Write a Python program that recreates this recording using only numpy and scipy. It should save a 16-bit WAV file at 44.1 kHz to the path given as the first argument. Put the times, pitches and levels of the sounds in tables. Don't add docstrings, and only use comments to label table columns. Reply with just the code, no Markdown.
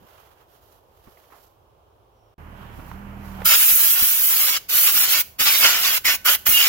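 import sys
import numpy as np
from scipy import signal
from scipy.fft import rfft, irfft
from scipy.io import wavfile
from scipy.ndimage import uniform_filter1d, map_coordinates

SR = 44100
rng = np.random.default_rng(int(sys.argv[2]) if len(sys.argv) > 2 else 0)


def unload_audio(sound):
    columns = np.transpose(np.atleast_2d(sound))
    steps = np.round(np.clip(columns, -1, 1) * 32767)
    wavfile.write(sys.argv[1], SR, steps.astype(np.int16))


N = 294588
TIME = np.arange(N) / SR
BIN_HZ = np.arange(N // 2 + 1) * SR / N


# (f/Hz, level/dB)
AIR_SPECTRUM = [(15, -42), (25, -27), (43, 0), (106, 0), (186, -14.5), (271, -14), (394, -5.5), (515, -6.5),
                (1060, -11.5), (1910, -31.5), (3090, -26), (4380, -34.5), (5570, -35), (7890, -41),
                (15000, -34)]
AIR_DB = -59.5
# (middle t/s, half length t/s, scuff level/dB, fine hiss level/dB)
RUSTLES = [(0.166, .13, -59, -63), (0.407, .035, -62, -68), (0.548, 0.048, -64.5, -64.5),
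           (0.7, 0.074, -66, -64.5), (1.146, 0.14, -64, -64), (1.388, 0.071, -66, -61.5),
           (2.654, 0.084, -53, -66), (2.85, 0.095, -60.5, -59), (3.08, .07, -62, -74),
           (3.301, 0.057, -58, -55.5), (3.41, 0.067, -52, -57.5)]
# (f/Hz, level/dB)
SCUFF_SPECTRUM = [(500, 10), (1000, 8.5), (1600, 2.5), (2300, -3), (3200, 0), (4200, -15), (7000, -30),
                  (10000, -68)]
# (f/Hz, level/dB)
FINE_HISS_SPECTRUM = [(2000, -26), (4000, -2.5), (6500, -5), (9000, -10.5), (12500, 1.5), (15700, -2)]
# (t/s, level/dB, decay t/s, ringing f/Hz)
KNOCKS = [(1.07, -53.5, 0.017, 900), (1.172, -54.5, .0055, 2110), (1.239, -59, .0062, 2000),
          (1.302, -56.5, .026, 1000), (1.322, -53, 0.048, 1000), (2.795, -44, 0.01, 1100),
          (2.915, -36.5, 0.0039, 1380), (3.385, -41, 0.0076, 696), (3.405, -38, .006, 900),
          (3.418, -31, 0.0035, 1500)]
# (f/Hz, level/dB)
THUD_SPECTRUM = [(150, -8), (600, 8.5), (950, 6.5), (1500, -3.5), (2500, -4.5), (4500, -23), (14000, -42)]
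KNOCK_ATTACK_S, KNOCK_WIDTH_HZ = .002, 700
KNOCK_RING_DB, KNOCK_THUD_DB = -1.5, -1.5
# (t/s, f/Hz, level/dB)
SQUEAK = [(2.11, 5900, -95), (2.17, 5750, -77), (2.28, 5530, -79), (2.34, 5500, -86)]
# (t/s, turns per second f/Hz)
MOTOR_SPEED = [(2.38, 39), (2.70, 37.7), (2.88, 33.3), (2.99, 40), (3.30, 39.3), (3.5, 36.6), (6.68, 38)]
# (level/dB), relative to the motor
MOTOR_ORDERS_DB = [-4.5, -3, -8]
# (f/Hz, level/dB)
RUMBLE_SPECTRUM = [(25, -7), (70, -2), (150, -0.5), (260, -5), (500, -14), (900, -10), (1500, -16),
                   (3000, -24.5), (4200, -50)]
MOTOR_DB, MOTOR_SWELL_DB_PER_S = -46, 4.5
TURNED_DOWN_DB, TURN_DOWN_S = -62.5, 0.061
TURN_UP_FROM_S, TURN_UP_DB = 5.6, 5
DRONE_FROM_S, DRONE_RISE_S = 2.9, 0.061
DRONE_WEAK_DB, DRONE_STRONG_DB = -9, 0
# (t/s, level/dB, half length t/s)
PUFFS = [(0.027, -56.5, 0.035), (1.081, -49.5, .012), (2.788, -36, 0.0098), (3.732, -45, 0.014),
         (4.027, -38, 0.0098), (4.752, -43.5, 0.0092), (4.956, -43.5, 0.011), (5.132, -45, 0.0081),
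         (5.412, -39.5, 0.016), (6.491, -37, 0.012)]
LULL_FROM_S, LULL_TO_S = 2.342, 2.381

# (trigger opens t/s, closes t/s, starting hiss level/dB, hiss sag in dB per s,
# roar level/dB and rush level/dB relative to the impact)
BLASTS = [(3.450, 4.574, -14.5, 3.5, -6.5, -2), (4.689, 5.211, -16, 1.75, -5, 0),
          (5.391, 5.978, -19, 4.2, -4, -1.8), (6.046, 6.155, -20, 23, -6, -3.5),
          (6.25, 6.352, -16, 22, -3.5, -4), (6.46, 6.772, -14.5, 22, -7, -3.5)]
# (t/s, impact level/dB)
SWEEPS = [
    [(3.465, -22.5), (3.495, -20), (3.673, -29.5), (3.703, -24.5), (3.723, -32), (3.909, -27.5),
     (3.925, -32), (3.999, -27.5), (4.039, -29), (4.285, -32.5), (4.329, -26.5), (4.57, -27)],
    [(4.7, -32.5), (4.75, -30.5), (4.786, -25), (4.802, -29), (4.874, -24.5), (4.924, -32.5), (4.978, -24),
     (4.992, -30), (5.052, -25), (5.064, -29), (5.148, -23), (5.21, -28)],
    [(5.4, -23.5), (5.444, -24.5), (5.468, -17), (5.522, -23.5), (5.554, -19.5), (5.604, -29), (5.644, -17),
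     (5.744, -23), (5.804, -30.5), (5.86, -19), (5.9, -27), (5.975, -26)],
]
# (t/s, impact level/dB)
JABS = [
    [(6.055, -22), (6.083, -16.5), (6.143, -22), (6.155, -27)],
    [(6.26, -22), (6.288, -15), (6.342, -27.5), (6.352, -24.5)],
    [(6.47, -20), (6.486, -30), (6.562, -22.5), (6.675, -19)],
]
# (t/s, half length t/s, depth level/dB)
HISS_DIPS = [(3.965, 0.022, 4), (4.183, 0.039, 3.5), (4.376, .04, 0.5), (4.572, 0.058, 7.5),
             (4.703, .04, 7.5), (4.915, 0.031, 4), (5.075, 0.021, 7.5), (5.171, 0.035, 6.5),
             (5.77, .04, 5.5)]
HISS_WANDER_DB, HISS_WANDER_HZ = 0.78, 8
ROAR_GROWTH, FULL_IMPACT_DB = 0.92, -23
COLOUR_WANDER_DB, COLOUR_WANDER_HZ = 0.55, 10.6
# (f/Hz, level/dB)
HISS_SPECTRUM = [(2000, -88), (6000, -11), (8500, -12.5), (10000, -7.5), (11500, -0.5), (13000, 1),
                 (15700, 1.5)]
# (f/Hz, level/dB)
ROAR_SPECTRUM = [(60, -24), (200, -21), (430, -16.5), (750, -8.5), (1050, -5.5), (1400, 0.5), (1700, -1.5),
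                 (2200, 1), (3050, 2), (3700, -8), (6000, -17), (12000, -35)]
# (f/Hz, level/dB)
RUSH_SPECTRUM = [(900, -20.5), (2300, -4), (3000, 3.5), (3800, 0.5), (5000, 3), (6500, -0.5), (7600, -3),
                 (8700, -19.5), (13000, -12.5)]
# (f/Hz, level/dB)
BODY_SPECTRUM = [(100, -10.5), (300, -0.5), (450, -2.5), (800, -6.5), (1600, -17)]
BODY_DB = -48.5
BODY_FOLLOWS = 0.32
# (from t/s, to t/s, f/Hz, width f/Hz, level/dB)
HOLLOWS = [(3.407, 3.57, 1358, 130, -28.5), (5.434, 5.59, 2300, 266, -31), (5.601, 5.738, 1660, 200, -39),
           (6.023, 6.128, 2100, 450, -23), (6.228, 6.322, 1407, 380, -25), (6.51, 6.65, 2815, 222, -17),
           (6.61, 6.722, 2269, 259, -27.5)]
# (f/Hz, level/dB, time to fall by 60 dB t/s)
PLATE = [(1510, -6, 1), (2230, -11, 0.12), (2977, -6, 0.11), (3960, 0, 0.09), (5330, -2, 0.093)]

PORT_GAP_S = 0.00055
TAIL_T60_S, TAIL_DB = 0.37, -21.5
CUTOFF_HZ = 15800


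def from_db(db):
    return 10 ** (np.asarray(db) / 20)


def rms_one(x):
    return x / np.sqrt(np.mean(x ** 2) + 1e-20)


def in_time(rows):
    s, *columns = np.transpose(rows)
    return [np.interp(TIME, s, c) for c in columns]


def ramp(start, length):
    return np.clip((TIME - start) / length, 0, 1)


def drift(rate):
    return rms_one(irfft(rfft(rng.standard_normal(N)) / (1 + (BIN_HZ / rate) ** 2) ** 2, N))


def noise(spectrum, share=1):
    hz, db = np.transpose(spectrum)
    log_hz = np.log(BIN_HZ + 1)
    below = np.maximum(np.log(hz[0]) - log_hz, 0)
    gain = from_db(np.interp(log_hz, np.log(hz), db) - 20 * below)
    return irfft(rfft(rng.standard_normal(N)) * rms_one(gain) * np.sqrt(share), N)


def wide_noise(spectrum, bass_likeness):
    alike = np.clip(bass_likeness, 0, .99) * np.sinc(2 * BIN_HZ * PORT_GAP_S)
    shared = noise(spectrum)
    opposed = noise(spectrum, (1 - alike) / (1 + alike))
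    return shared + opposed * np.array([[1], [-1]])


def resonate(x, hz, width_hz):
    r = np.exp(-np.pi * width_hz / SR)
    feed = np.array([1, 0, -1]) * (1 - r * r) / 2
    return signal.lfilter(feed, [1, -2 * r * np.cos(2 * np.pi * hz / SR), r * r], x)


def pan(x, left_db):
    return x * from_db(np.array([[left_db], [-left_db]]) / 2)


def delayed(x, seconds):
    return map_coordinates(x, [(TIME - seconds) * SR], order=2)


def outdoors():
    return from_db(AIR_DB) * wide_noise(AIR_SPECTRUM, bass_likeness=0.77)


def rustling():
    scuff, fine = 0, 0
    for middle, length, scuff_db, fine_db in RUSTLES:
        stroke = 1 / np.sqrt(1 + ((TIME - middle) / length) ** 4)
        scuff = np.maximum(scuff, from_db(scuff_db) * stroke)
        fine = np.maximum(fine, from_db(fine_db) * stroke)
    grain = from_db(1.4 * drift(80))
    scuff_sound = scuff * wide_noise(SCUFF_SPECTRUM, bass_likeness=0.98)
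    fine_sound = fine * wide_noise(FINE_HISS_SPECTRUM, bass_likeness=.5)
    return grain * (scuff_sound + fine_sound)


def knocks():
    thud = wide_noise(THUD_SPECTRUM, bass_likeness=.8)
    white = rng.standard_normal(N)
    out = 0
    for s, db, decay, hz in KNOCKS:
        attack = ramp(s - KNOCK_ATTACK_S / 2, KNOCK_ATTACK_S)
        blow = from_db(db) * attack * np.exp(-np.abs(TIME - s) / decay)
        ring = rms_one(resonate(resonate(white, hz, KNOCK_WIDTH_HZ), hz, KNOCK_WIDTH_HZ))
        out = out + blow * (from_db(KNOCK_THUD_DB) * thud + from_db(KNOCK_RING_DB) * ring)
    return out


def squeak():
    hz, db = in_time(SQUEAK)
    sounding = (TIME > SQUEAK[0][0]) & (TIME < SQUEAK[-1][0])
    angle = 2 * np.pi * np.cumsum(hz * (1 + .035 * drift(400))) / SR
    return sounding * from_db(db) * np.sin(angle)


def motor():
    speed, = in_time(MOTOR_SPEED)
    turned_down = ramp(BLASTS[0][0], TURN_DOWN_S)
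    swelling_db = MOTOR_DB + MOTOR_SWELL_DB_PER_S * (TIME - LULL_TO_S)
    level_db = (1 - turned_down) * swelling_db + turned_down * TURNED_DOWN_DB
    level_db = level_db + TURN_UP_DB * ramp(TURN_UP_FROM_S, .5)
    drone_on = ramp(DRONE_FROM_S, DRONE_RISE_S) * (1 - turned_down)
    drone_db = DRONE_WEAK_DB + (DRONE_STRONG_DB - DRONE_WEAK_DB) * drone_on
    angle = 2 * np.pi * np.cumsum(speed * (1 + 0.0076 * drift(12))) / SR
    tones = from_db(drone_db) * np.sin(5 * angle)
    for multiple, db in enumerate(MOTOR_ORDERS_DB, start=1):
        phase = 2 * np.pi * rng.random()
        tones = tones + from_db(db + 1.3 * drift(10)) * np.sin(multiple * angle + phase)
    rumble = from_db(-2.5) * pan(wide_noise(RUMBLE_SPECTRUM, bass_likeness=.75), -2.4)
    hiss = from_db(-22) * wide_noise(FINE_HISS_SPECTRUM, bass_likeness=.5)
    running = TIME > LULL_TO_S
    return running * from_db(level_db) * (np.sqrt(2) * tones + rumble + hiss)


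def puffs():
    strength = sum(from_db(db) * np.exp(-((TIME - s) / length) ** 2) for s, db, length in PUFFS)
    spectrum = [(40, 4), (80, 1.5), (190, 1.0), (400, -7), (1200, -42), (5000, -69)]  # (f/Hz, level/dB)
    return strength * wide_noise(spectrum, bass_likeness=0.35)


def wheel_arch(x, lag_s, bounce_db, sway, count=5):
    ports = np.array([x, delayed(x, lag_s)])
    for port in ports:
        for path_s in rng.uniform(.0006, .005, count):
            bounce = from_db(bounce_db) * rng.choice([-1, 1])
            port += bounce * delayed(x, path_s * (1 + sway * drift(2.542)))
    return ports / np.sqrt(uniform_filter1d(ports.mean(axis=0) ** 2, size=4000))


def garage(x, size=SR // 2):
    t = np.arange(size) / SR
    fading = from_db(-60 * t / TAIL_T60_S) * (1 - np.exp(-t / 0.015))
    tails = rng.standard_normal((2, size)) * fading
    tails /= np.sqrt(np.sum(tails ** 2, axis=1, keepdims=True))
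    return from_db(TAIL_DB) * signal.fftconvolve(x, tails, axes=1)[:, :N]


def valve(rise_s, fall_s):
    flow = 0
    for opens, closes, *_ in BLASTS:
        squeeze = np.clip((TIME - opens) / rise_s + .5, 0, 1) ** 2
        flow = flow + squeeze * np.exp(-np.maximum(TIME - closes, 0) / fall_s)
    return flow


def jet_levels():
    rows = []
    for opens, closes, hiss, sag, roar, rush in BLASTS:
        rows.append((opens, hiss, roar, rush))
        rows.append((closes, hiss - sag * (closes - opens), roar, rush))
    hiss_db, roar_db, rush_db = in_time(rows)
    dips_db = sum(depth * np.exp(-((TIME - s) / length) ** 2) for s, length, depth in HISS_DIPS)
    impact_db, = in_time(np.vstack([*SWEEPS, *JABS]))
    colour_db = COLOUR_WANDER_DB * drift(COLOUR_WANDER_HZ)
    return (hiss_db - dips_db + HISS_WANDER_DB * drift(HISS_WANDER_HZ),
            roar_db + FULL_IMPACT_DB + ROAR_GROWTH * (impact_db - FULL_IMPACT_DB) - colour_db,
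            rush_db + impact_db + colour_db)


def hollows():
    out = np.zeros(N)
    for start, end, hz, width_hz, db in HOLLOWS:
        sweep = np.sin(np.pi * ramp(start, end - start))
        howl = resonate(resonate(rng.standard_normal(N), hz, width_hz), hz, width_hz)
        out += from_db(db) * sweep * rms_one(howl)
    return np.array([out, delayed(out, 0.000096)])


def blow_gun():
    hiss_db, roar_db, rush_db = jet_levels()
    flutter = drift(23)
    hiss = wheel_arch(noise(HISS_SPECTRUM), lag_s=0.000121, bounce_db=0, sway=.14)
    hiss = hiss * from_db(hiss_db + 1.67 + 0.41 * flutter)
    roar = wheel_arch(noise(ROAR_SPECTRUM), lag_s=0.0001, bounce_db=-9.5, sway=0.122)
    roar = roar * from_db(roar_db + 0.51 + 2.1 * flutter)
    rush = wheel_arch(noise(RUSH_SPECTRUM), lag_s=0.00011, bounce_db=-1, sway=0.0892)
    rush = rush * from_db(rush_db - 0.1 + 1.0 * flutter)
    roar_swing_db = roar_db - roar_db[TIME > BLASTS[0][0]].mean()
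    body = from_db(BODY_DB + BODY_FOLLOWS * roar_swing_db) * wide_noise(BODY_SPECTRUM, bass_likeness=0.75)
    placed = pan(hiss, -1.8) + pan(roar + body + hollows(), -4.0) + pan(rush, -0.25)
    jet = valve(rise_s=0.018, fall_s=0.007) * placed
    ringing = 0
    for hz, db, t60 in PLATE:
        width_hz = np.log(1000) / (np.pi * t60)
        ringing = ringing + from_db(db) * resonate(jet, hz, width_hz)
    return jet + ringing + garage(jet)


def scene():
    in_lull = 1.0 * ((TIME > LULL_FROM_S) & (TIME < LULL_TO_S))
    lull = 1 - 0.94 * uniform_filter1d(in_lull, size=200)
    handling = rustling() + knocks() + squeak()
    background = pan(outdoors(), -2.2) + pan(handling, -7.0) + pan(motor() + puffs(), -4.5)
    return lull * background + blow_gun()


def record(dry):
    top_cut = signal.ellip(12, .1, 75, CUTOFF_HZ, fs=SR, output="sos")
    return signal.sosfilt(top_cut, np.clip(dry, -1, 1))


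dry = scene()
out = record(dry)
unload_audio(out)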